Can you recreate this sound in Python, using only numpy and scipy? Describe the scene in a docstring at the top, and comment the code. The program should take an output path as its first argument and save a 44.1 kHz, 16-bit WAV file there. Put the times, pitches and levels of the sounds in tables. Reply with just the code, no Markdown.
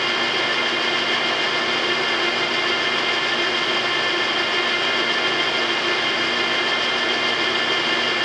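"""Metal lathe in a small workshop

One microphone stands near the headstock while the lathe runs at a steady speed. The gears whine on the
overtones of their tooth rate and throb as the slightly eccentric wheels turn. Teeth scrape and rattle
in the ringing cast housing, and the motor and drive hum underneath."""
import sys
import numpy as np
from scipy import signal
from scipy.fft import rfft, irfft, next_fast_len
from scipy.io import wavfile
from scipy.ndimage import map_coordinates

SR = 44100
rng = np.random.default_rng(int(sys.argv[2]) if len(sys.argv) > 2 else 0)


def transcribe(signal):
    """Save signal, clipped to [-1, 1], as a 16-bit WAV file at the path in sys.argv[1]."""
    frames = np.atleast_2d(signal).T
    limited = np.clip(frames, -1, 1)
    pcm = np.round(limited * 32767).astype(np.int16)
    wavfile.write(sys.argv[1], SR, pcm)


N = 363384

MESH_HZ, SLOW_SHAFT_HZ = 350.87, 6.0  # teeth meeting a second, turns a second
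PINION_TEETH, WHEEL_TEETH = 26, 54
PINION_HZ, WHEEL_HZ = MESH_HZ / PINION_TEETH, MESH_HZ / WHEEL_TEETH


def amp(db):
    """Decibels to gain."""
    return 10 ** (np.asarray(db) / 20)


def unit(x):
    """Scale to rms 1."""
    return x / np.sqrt(np.mean(x ** 2) + 1e-20)


def wobble(rate):
    """A smooth random curve, rate knots a second."""
    return map_coordinates(rng.standard_normal(int(N * rate / SR) + 4), [np.arange(N) * rate / SR])


def grid():
    """The frequencies in Hz on which filters are given."""
    return np.fft.rfftfreq(2 * next_fast_len(N // 2 + 8192), 1 / SR)


def filtered(x, gain):
    """x through a gain given on the frequency grid."""
    size = 2 * (len(gain) - 1)
    return irfft(rfft(x, size) * gain, size)[:N]


def shaft_angle(clock, hz, tight_s):
    """Radians turned, counted from the point where the shaft bears hardest."""
    return 2 * np.pi * hz * (clock - tight_s)


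def workshop(x, t60, wet_db):
    """Near walls send a short, dense tail back to the microphone."""
    t = np.arange(SR // 2) / SR
    tail = rng.standard_normal(len(t)) * 1000. ** (-t / t60)
    looped = np.concatenate([x[-len(t):], x])  # the room is already ringing
    reflections = signal.fftconvolve(looped, tail / np.linalg.norm(tail))[len(t):len(t) + N]
    return unit(x + amp(wet_db) * reflections)


# The motor and drive train, behind the gears. Each row: frequency in Hz, rms level in dB.
MOTOR_TONES = [(85, -63), (120, -55.5), (125.5, -60), (150, -51), (210, -56), (240, -42), (300, -53),
               (346.1, -46), (370.8, -42.5), (648.5, -45), (790, -49), (1096, -47), (1298, -45),
               (1319.5, -49)]


def motor_hum(clock, waver_s, flutter_db):
    """Steady tones of the motor and drive; the higher ones waver more in pitch."""
    out = np.zeros(N)
    for hz, db in MOTOR_TONES:
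        cycles = hz * (clock + waver_s * wobble(6)) + rng.random()
        out += amp(db + flutter_db * wobble(5)) * unit(np.sin(2 * np.pi * cycles))
    return out


# The machine's broad colour at the microphone. Each row: frequency in Hz, relative level in dB.
MACHINE_COLOUR = [(20, -27.5), (62, -24), (85, -15), (190, -10.5), (290, -3), (450, 1.2), (950, -0.9),
                  (1900, -2), (2650, -6), (3400, -7.5), (5400, -10.5), (5800, -17), (7500, -26.5),
                  (9900, -38)]
# Resonances of the headstock and its covers. Each row: centre in Hz, width in Hz, lift in dB.
HOUSING_MODES = [(339.7, 39, 10), (378, 25, 8), (408, 13, 6.5), (643, 19, 3), (1129, 22, 5), (1550, 30, 3),
                 (1648, 83, 4.5), (1760, 79, 7.5), (2090, 36, 8.5), (2162, 102, 6.5), (2304, 45, 3),
                 (2428, 130, 7), (2823, 140, 7.5), (2890, 77, 6), (2968, 68, 7), (3090, 80, 11),
                 (3172, 65, 11.5), (3216, 56, 11.5), (3274, 33, 12.5), (3327, 67, 6), (3475, 175, 5.5),
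                 (3820, 180, 1.5), (4280, 200, 2.5), (4640, 228, 5), (4952, 150, 7.5)]


def housing():
    """Gain of the casting: a broad colour with resonances standing on it."""
    hz = grid()
    points_hz, points_db = np.transpose(MACHINE_COLOUR)
    db = np.interp(np.log(hz + 1), np.log(points_hz), points_db)
    for centre, width, lift in HOUSING_MODES:
        db += lift * np.exp(-(2 * (hz - centre) / width) ** 2)
    return amp(db)


def tooth_marks(clock, teeth):
    """The worn flanks of one gear: the same scrape comes round on every turn."""
    turn_samples = round(SR * teeth / MESH_HZ)
    surface = signal.resample(rng.standard_normal(turn_samples), 4 * turn_samples)
    position = clock * MESH_HZ / teeth % 1
    return np.interp(position, np.linspace(0, 1, len(surface)), surface)


def tooth_scrape(clock, casting, pinion_db, wheel_db, bite, crossover_hz):
    """Sliding teeth give a low churn and a bright rattle that surges where both gears run tight."""
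    highs = 1 / np.sqrt(1 + (crossover_hz / (grid() + 1)) ** 4)
    lows = np.sqrt(1 - highs ** 2)
    marks = amp(pinion_db) * tooth_marks(clock, PINION_TEETH)
    marks += amp(wheel_db) * tooth_marks(clock, WHEEL_TEETH)
    flanks = workshop(rng.standard_normal(N), t60=0.28, wet_db=-6) + marks
    # every tooth bites once as it enters the mesh
    contact = 1 + bite * ((1 + np.cos(2 * np.pi * MESH_HZ * clock)) / 2) ** 8
    pinion = np.cos(shaft_angle(clock, PINION_HZ, tight_s=0.025))
    wheel = np.cos(shaft_angle(clock, WHEEL_HZ, tight_s=0.067))
    surge_db = .5 * pinion + 0.73 * wheel + 1.25 * pinion * wheel + 0.19 * wobble(12)
    rattle = unit(flanks * contact * amp(surge_db))
    churn = workshop(rng.standard_normal(N), t60=0.77, wet_db=-12)
    return unit(filtered(rattle, casting * highs) + filtered(churn, casting * lows))


# When the pinion, the wheel and the slow shaft first bear hardest, each in seconds.
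TIGHT_TIMES = (.069, .072, .091)
# The gears, in front of the microphone. Each row: multiple of the tooth rate, rms level in dB, throb in
# dB with the pinion, with the wheel and with the slow shaft, phase sway in cycles per unit of runout.
GEAR_OVERTONES = [(1, -41.5, 1.5, 0, 3.5, 0.022), (2, -40.5, 3, 0.5, -0.5, -.05),
                  (3, -38, 6, 1.5, -0.5, 0.034), (4, -37.5, 2.5, -1.2, 3.5, -0.056),
                  (5, -33.5, 5.5, 2.5, 0.1, 0.12), (6, -32, 0, -1.5, 3, -0.059),
                  (7, -41.5, 1.5, 0, 2, -.08), (8, -35.5, 4, 1, 1.5, 0.13), (9, -32, 3.5, 0.5, 0.5, 0.11),
                  (10, -44, 6, -2, 2, 0.16), (11, -45.5, 3.5, -2.5, 2, 0.14), (13, -47, 4, 2, -1, 0.12),
                  (14, -49, 7, 0.5, 1, 0.14)]


def gear_whine(clock, casting, jitter_cycles, flutter_db, drift_db, spot_sharpness):
    """Overtones of the tooth rate; eccentric wheels swing both their level and their timing."""
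    rates = (PINION_HZ, WHEEL_HZ, SLOW_SHAFT_HZ)
    pinion, wheel, shaft = [shaft_angle(clock, hz, s) for hz, s in zip(rates, TIGHT_TIMES)]
    # a high spot on the pinion gives a short, faintly ticking push once a turn
    high_spot = np.exp(spot_sharpness * (np.cos(pinion) - 1))
    loads = np.array([high_spot, np.cos(wheel), np.cos(shaft)])
    runout = np.sin(pinion) + 0.76 * np.sin(shaft)
    out = np.zeros(N)
    for multiple, db, *throb_db, sway in GEAR_OVERTONES:
        # each overtone wavers slightly in timing on its own, blurring the high ones most
        mesh_cycles = MESH_HZ * clock + jitter_cycles * wobble(45)
        cycles = multiple * mesh_cycles + sway * runout + rng.random()
        throb = amp(np.dot(throb_db, loads) + flutter_db * wobble(25))
        tone = unit(filtered(throb * np.sin(2 * np.pi * cycles), casting))
        out += amp(db + drift_db * wobble(1.5)) * tone  # each slowly swells and sinks on its own
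    return out


def scene():
    """The lathe from one spot beside it; one nearly constant drive speed times every part."""
    clock = np.arange(N) / SR + .00006 * wobble(1.2)
    casting = housing()
    gears = gear_whine(clock, casting, jitter_cycles=0.0044, flutter_db=0.6,
                       drift_db=0.5, spot_sharpness=3.5)
    teeth = tooth_scrape(clock, casting, pinion_db=-11.5, wheel_db=-6.0, bite=.25, crossover_hz=2200)
    motor = motor_hum(clock, waver_s=0.00011, flutter_db=1.4)
    return (motor + amp(-22.5) * teeth + gears)[None]


def record(dry):
    """The camera's mono microphone keeps nothing above its band limit."""
    top_hz, edge_hz = 10050, 200
    passband = np.clip((top_hz - grid()) / edge_hz + .5, 0, 1)
    return filtered(dry[0], passband)[None]


dry = scene()
out = record(dry)
transcribe(out)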